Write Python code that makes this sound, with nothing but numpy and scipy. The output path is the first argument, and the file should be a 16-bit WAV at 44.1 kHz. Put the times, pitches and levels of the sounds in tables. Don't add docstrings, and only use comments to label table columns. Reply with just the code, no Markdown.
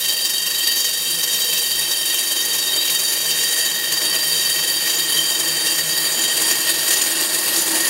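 import sys
import numpy as np
from scipy import signal
from scipy.fft import rfft, irfft
from scipy.io import wavfile
from scipy.ndimage import uniform_filter1d

SR = 44100
rng = np.random.default_rng(int(sys.argv[2]) if len(sys.argv) > 2 else 0)


def file_out(sig):
    cols = np.atleast_2d(sig).T
    lim = np.clip(cols, -1, 1)
    pcm = np.round(lim * 32767).astype(np.int16)
    wavfile.write(sys.argv[1], SR, pcm)


N = 347949

# centre t/s, half length/s, level/dB
GUSTS = [(.65, .15, -68), (1.18, 0.072, -61), (1.78, .08, -55.5), (2.15, 0.22, -60), (4.507, 0.31, -61),
         (5.95, .08, -65), (6.8, 0.43, -65)]
# t/s, turns made so far
TURNS = [(0, 0), (.75, 17.73), (1.5, 35.22), (2.24, 52.19), (2.49, 57.85), (3.24, 74.51), (4.49, 102.81),
         (5.49, 125.19), (6.24, 142.07), (6.98, 158.14), (7.89, 177.83)]
# t/s, standard deviation of the level/dB before chance variation
WOBBLE = [(0, 2), (.95, 1.5), (1.4, 1), (2.4, 2), (3.4, 1), (3.9, 1), (4.9, 1.1), (5.4, 0.9), (5.9, .5),
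          (6.4, 1.5), (7.89, 0.67)]
# t/s, force relative to the steady grind, level/dB
BITES = [(0.0454, 0), (0.2397, 2), (0.334, -3), (0.667, 2), (1.232, 1), (1.341, -5), (2.0537, -12),
         (2.1884, -3), (2.3057, 0), (2.5267, 2), (2.6174, -1), (4.4917, -9), (5.4745, -31), (6.4163, -32),
         (6.499, -2), (6.906, 7), (7.2355, -7), (7.5597, 3), (7.7962, -13)]
# t/s, swell of the grinding hiss, level/dB
PRESSURE = [(0, -1), (.5, -1), (.76, 0.5), (1.1, -1), (1.5, 1.5), (2.0, -.5), (2.25, 1), (2.65, -1.5),
            (2.9, 1), (3.1, -1), (3.5, 1.5), (3.75, -1.5), (4.25, 0.5), (4.45, 0.5), (5.3, -.5),
            (5.55, 0.5), (6.1, -0.5), (7.05, 1.5), (7.3, 0.5), (7.89, 1)]
# t/s, depth (0-1)
DEPTH = [(0, 0.03), (1.1, 0.07), (3.9, 0.37), (4.6, 0.43), (5.6, 0.58), (6.3, 0.58), (7.89, .62)]
# t/s, share (0-1)
GRIP = [(0, 0), (5, .1), (6.3, .25), (6.9, .6), (7.2, .95), (7.89, 1)]
# centre t/s, half length/s, height, level/dB
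HUM_SWELLS = [(1.2, .15, 3), (2.2, .15, -8), (3.55, .06, -5), (4.3, .3, 3.5), (5.2, 0.13, 4),
              (5.9, 0.25, 5.5), (7.05, .15, -5)]
# centre t/s, half length/s, height, level/dB
THIRD_SWELLS = [(.3, .2, -4), (1.45, .25, 7.5), (2.2, .15, -3), (3.3, 0.13, 4), (6.45, .15, 5),
                (7.1, 0.28, -3)]
# centre t/s, half length/s, height, level/dB
SHUDDERS = [(1.4, 0.17, 2), (1.9, 0.14, 2.5), (2.4, .15, 2), (2.75, 0.076, 5), (4.1, 0.081, 6),
            (4.6, 0.17, 1), (5.45, 0.082, 3.5), (5.85, 0.06, 0), (6.4, 0.25, 1), (7.2, .12, 1),
            (7.75, 0.064, 5.5)]
# f/Hz, width/Hz, relative level/dB
SLAB_MODES = [(250, 45, -10), (359, 36, -3), (637, 40, -4), (859, 40, -5), (916, 23, -6.5),
              (1068, 78, -4.5)]
# f/Hz, relative level per Hz/dB
RUMBLE = [(90, -32), (130, -17.5), (200, -13.5), (300, -18), (500, -5.5), (800, -12), (1300, -13),
          (1800, -6)]
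STEEL_HZ = [2160, 2630, 2683, 2790, 2890, 4960, 5060, 5225, 5545, 5658, 5797, 5883, 6060, 6360, 6720, 6900,
            7010, 7630, 8027, 8340, 8500, 8710, 9109, 9378, 9550, 9770, 10045, 10280, 11420, 13135]
# width/Hz, shallow level per Hz/dB, deep level per Hz/dB, before the swells
STEEL = [(31, -93.5, -50.5), (11.9, -55.5, -72), (18.1, -59, -53.5), (11.7, -50, -61), (17, -59.5, -56.5),
         (79, -63, -90), (25, -66, -78), (12, -62, -56.5), (29, -51.5, -60), (22, -53.5, -68),
         (21, -59.5, -57), (25, -65.5, -68), (68, -58.5, -61.5), (90, -58, -65), (40, -65.5, -48),
         (64, -54, -56), (64, -57.5, -44.5), (48, -58, -75), (50, -57, -71), (80, -68, -45.5),
         (54, -75, -44), (90, -57.5, -55), (68, -59, -67), (40, -90, -70), (90, -55, -58), (45, -65, -65),
         (53, -94, -56), (110, -57, -52.5), (140, -59, -65), (400, -73.5, -54)]
# f/Hz, shallow level per Hz/dB, deep level per Hz/dB,
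# before the swells
GRIT = [(1330, -86, -74.5), (2370, -70, -64), (3420, -68, -66), (4700, -64.5, -65), (5230, -77, -72),
        (6470, -68, -63.5), (6940, -65.5, -64.5), (9000, -67, -63.5), (11400, -68, -64),
        (13100, -62.5, -72.5), (14500, -62.5, -77), (15800, -66, -63)]
# f/Hz, width/Hz, relative level/dB
RING_MODES = [
    [(1770, 60, -13), (1822, 22, -5), (1882, 16, 0)],
    [(3088, 30, -2), (3132, 18, 0), (3202, 20, -4.5)],
    [(3737, 14, 0), (3850, 11, -1.5)],
    [(4545, 30, -8), (4594, 24, 0), (4645, 30, -7), (4710, 34, -.5)],
]
GRIP_WIDENS = [1.4, 4, 1.5, 9]
# shallow level/dB, deep level/dB, loss in the kerf wall's grip/dB,
# share of the pressure swing
RING_LEVELS = [(-36, -29, -0.5, 0.17), (-28, -27, 8.5, 1), (-29, -33.5, 5.5, 0.34), (-27, -21, 5, 0.49)]
# centre t/s, ring (rounded, halves to the
# even number; only 0-3 sound), half length/s, height, level/dB
FLARES = [(.2, 3, 0.081, 3), (.68, 0.5, 0.07, 3.5), (.75, 3, 0.15, 3.5), (1.702, 1.5, 0.23, 2),
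          (2.3, 3, .3, -2), (2.744, 1.5, 0.14, 4.5), (2.85, 2, 0.1, 2), (3.1, 1, 0.17, -3.5),
          (3.748, 0, 0.39, 3.5), (4.35, 3, .3, 2), (4.39, 1.5, 0.074, 5), (4.7, 4, 0.26, -1.5),
          (5.192, 1, 0.076, 6), (5.603, 0, 0.15, 1.5), (5.802, 4, .4, 3), (6.296, 1, 0.057, 5),
          (6.6, 1.5, 0.23, -4.5), (6.855, -0.5, 0.18, 1.5), (7.862, 0, 0.063, 4.5)]

CALM_DB, WIND_HZ = -67, 61
SEGMENTS, BITE_DECAY_S = 7, .008
HEAVY_FOLLOWS = 0.76
RUMBLE_DB, HUM_DB, THIRD_DB, FRAME_DB = (-40, -31), (-53.5, -43), (-49, -43), (-53.5, -36.5)
GRIP_RUMBLE_DB, GRIP_FRAME_DB, GRIP_HUM_DB = 2.5, 4, -8
HUM_BLUR_HZ = 7
FRAME_HZ, FRAME_WIDTH_HZ = 321, 11
SLAB_SHUDDERS = 0.46
CROWD_SPACING_HZ, CROWD_WIDTH_HZ, CROWD_SPREAD_DB = 100, 45, 3
CUTOFF_HZ = 15750


def from_db(db):
    return 10 ** (np.asarray(db) / 20)


def rms_one(x):
    return x / np.sqrt(np.mean(x ** 2) + 1e-20)


def in_time(rows):
    s, *columns = np.transpose(rows)
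    return [np.interp(np.arange(N) / SR, s, column) for column in columns]


def by_depth(levels, depth):
    shallow_db, deep_db = levels
    return shallow_db + depth * (deep_db - shallow_db)


def swells(rows):
    t = np.arange(0, N / SR + .01, .005)
    total = sum(height * np.exp(-((t - s) / half) ** 2) for s, half, height in rows)
    return np.interp(np.arange(N) / SR, t, total)


def drift(rate_hz):
    r = np.exp(-2 * np.pi * rate_hz * 20 / SR)
    noise = rng.standard_normal(N // 20 + 2002)
    slow = signal.lfilter([1], [1, -2 * r, r * r], noise)[2000:]
    return np.interp(np.arange(N) / 20, np.arange(len(slow)), rms_one(slow - slow.mean()))


def resonate(x, hz, width):
    r = np.exp(-np.pi * width / SR)
    zeros = np.array([1, 0, -1]) * (1 - r * r) / 2
    poles = [1, -2 * r * np.cos(2 * np.pi * hz / SR), r * r]
    return signal.lfilter(zeros, poles, x)


def colour(x, hz, level_db):
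    f = np.maximum(np.arange(N // 2 + 1) * SR / N, 1)
    gain_db = np.interp(np.log(f), np.log(hz), level_db, left=-200, right=-200)
    return irfft(rfft(x) * from_db(gain_db), N)


def steadied(x, share):
    power = uniform_filter1d(x ** 2, size=SR // 8) + 1e-12
    return rms_one(x / power ** (share / 2))


def wind():
    level = from_db(CALM_DB) + swells([(s, half, from_db(db)) for s, half, db in GUSTS])
    level = level * from_db(2.5 * drift(4.5))
    band = signal.butter(2, [15, WIND_HZ], "band", fs=SR, output="sos")
    return level * rms_one(signal.sosfilt(band, rng.standard_normal(N)))


def spindle():
    turns, = in_time(TURNS)
    speed = uniform_filter1d(np.gradient(turns), size=SR // 4)
    return np.cumsum(speed)


def grinding_force(turns, wobble_db):
    jumps = np.zeros(N)
    jumps[[int(s * SR) for s, db in BITES]] = from_db(np.array(BITES)[:, 1])
    chips = (rng.random(N) < 90 / SR) * rng.uniform(0, 0.6, N)
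    decay = np.exp(-1 / (BITE_DECAY_S * SR))
    tail = signal.lfilter([1], [1, -decay], jumps + chips + 1e-18)

    since_grab = (turns + 0.13) % 1
    grab = uniform_filter1d(np.exp(-2.5 * since_grab), size=SR // 500)
    grab = (grab - grab.mean()) / grab.std()
    grab = grab * from_db(np.clip(2.5 * drift(16), -6, 2))

    thumps_db = 0.92 * np.cos(2 * np.pi * SEGMENTS * turns)
    swell_db = wobble_db * grab + thumps_db + 0.14 * drift(34)
    gain = rms_one(from_db(swell_db) * (1 + tail))
    return gain * rng.standard_normal(N) * np.sqrt(SR / 2)


def softened(force):
    power = uniform_filter1d(force ** 2, size=SR // 100) / (SR / 2)
    return force / power ** (np.clip(1 - HEAVY_FOLLOWS, 0, 1) / 2)


def hum(turns, multiple_count, hum_db):
    angle = 2 * np.pi * SEGMENTS * multiple_count * turns
    blur_hz = HUM_BLUR_HZ * multiple_count
    wavering = drift(blur_hz) * np.cos(angle) + drift(blur_hz) * np.sin(angle)
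    return from_db(hum_db) * steadied(wavering, share=0.33)


def frame(force, frame_db):
    ring = resonate(resonate(force, FRAME_HZ, FRAME_WIDTH_HZ), FRAME_HZ, 47)
    return from_db(frame_db) * steadied(ring, share=0.15)


def slab(force, rumble_db):
    body = sum(from_db(db) * resonate(force, hz, width) for hz, width, db in SLAB_MODES)
    body = signal.sosfilt(signal.butter(2, [180, 1600], "band", fs=SR, output="sos"), body)
    grain = force * rng.choice([-1, 1], N)
    rumble = colour(grain, *np.transpose(RUMBLE))
    return from_db(rumble_db) * rms_one(body + rumble)


def crowd(force):
    grit = force * rng.choice([-1, 1], N)
    f = np.arange(0, SR / 2, 4.)
    tops = 6000 + np.cumsum(CROWD_SPACING_HZ * rng.uniform(.4, 1.6, size=120))
    signs = (-1) ** np.arange(len(tops))
    strengths = from_db(CROWD_SPREAD_DB * rng.standard_normal(len(tops))) * signs
    gain = sum(g / (1 + 2j * (f - hz) / CROWD_WIDTH_HZ) for hz, g in zip(tops, strengths))
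    mean_power = np.mean(np.abs(gain[(f > 6000) & (f < 15000)]) ** 2)
    gain = np.where(f < 6000, 1, gain / np.sqrt(mean_power))
    return irfft(rfft(grit) * np.interp(np.arange(N // 2 + 1) * SR / N, f, gain), N)


def patchy(x, patchy_db):
    spectrum, f = rfft(x), np.arange(N // 2 + 1) * SR / N
    band = np.searchsorted([2500, 5000, 7500, 9000, 11000, 13000], f)
    return sum(from_db(patchy_db * drift(13.0)) * irfft(spectrum * (band == k), N)
               for k in np.unique(band))


def crown(force, depth):
    out = 0
    for k, (hz, (width, *levels)) in enumerate(zip(STEEL_HZ, STEEL)):
        level_db = by_depth(levels, depth) + 1.5 * drift(3)
        out = out + from_db(level_db) * resonate(force, hz, width) * (-1) ** k
    hz, shallow_db, deep_db = np.transpose(GRIT)
    out = out + np.sqrt(1 - depth) * colour(crowd(force), hz, shallow_db)
    out = out + np.sqrt(depth) * colour(crowd(force), hz, deep_db)
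    return patchy(out, patchy_db=1.01)


def split_ring(force, modes, wider):
    return rms_one(sum(from_db(db) * resonate(force, hz, width * wider) * (-1) ** k
                       for k, (hz, width, db) in enumerate(modes)))


def barrel(force, depth, grip, pressure_db):
    out = 0
    for ring, (modes, widens, row) in enumerate(zip(RING_MODES, GRIP_WIDENS, RING_LEVELS)):
        *levels, loss_db, pressure_share = row
        free = split_ring(force, modes, wider=1)
        damped = split_ring(force, modes, wider=widens)
        level_db = by_depth(levels, depth) - loss_db * grip + pressure_share * pressure_db
        flares = [(s, half, db) for s, which, half, db in FLARES if round(which) == ring]
        level_db = level_db + swells(flares)
        out = out + from_db(level_db) * steadied((1 - grip) * free + grip * damped, share=0.13)
    return out


def scene():
    depth, grip = (np.clip(in_time(rows)[0], 0, 1) for rows in (DEPTH, GRIP))
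    pressure_db, = in_time(PRESSURE)
    turns = spindle()
    force = grinding_force(turns, *in_time(WOBBLE))
    heavy = softened(force)
    shudder_db = swells(SHUDDERS)

    fade_db = GRIP_HUM_DB * grip
    hum_db = by_depth(HUM_DB, depth) + fade_db + swells(HUM_SWELLS)
    third_db = by_depth(THIRD_DB, depth) + fade_db + swells(THIRD_SWELLS)
    hums = hum(turns, 1, hum_db) + hum(turns, 3, third_db)

    rumble_db = by_depth(RUMBLE_DB, depth) + GRIP_RUMBLE_DB * grip + SLAB_SHUDDERS * shudder_db
    frame_db = by_depth(FRAME_DB, depth) + GRIP_FRAME_DB * grip + shudder_db
    lows = wind() + hums + slab(heavy, rumble_db) - frame(heavy, frame_db)

    hiss = from_db(pressure_db) * crown(force, depth)
    mono = lows + hiss + barrel(heavy, depth, grip, pressure_db)
    return np.array([mono, mono])


def record(dry):
    return signal.sosfilt(signal.ellip(14, .3, 80, CUTOFF_HZ, fs=SR, output="sos"), dry)


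dry = scene()
out = record(dry)
file_out(out)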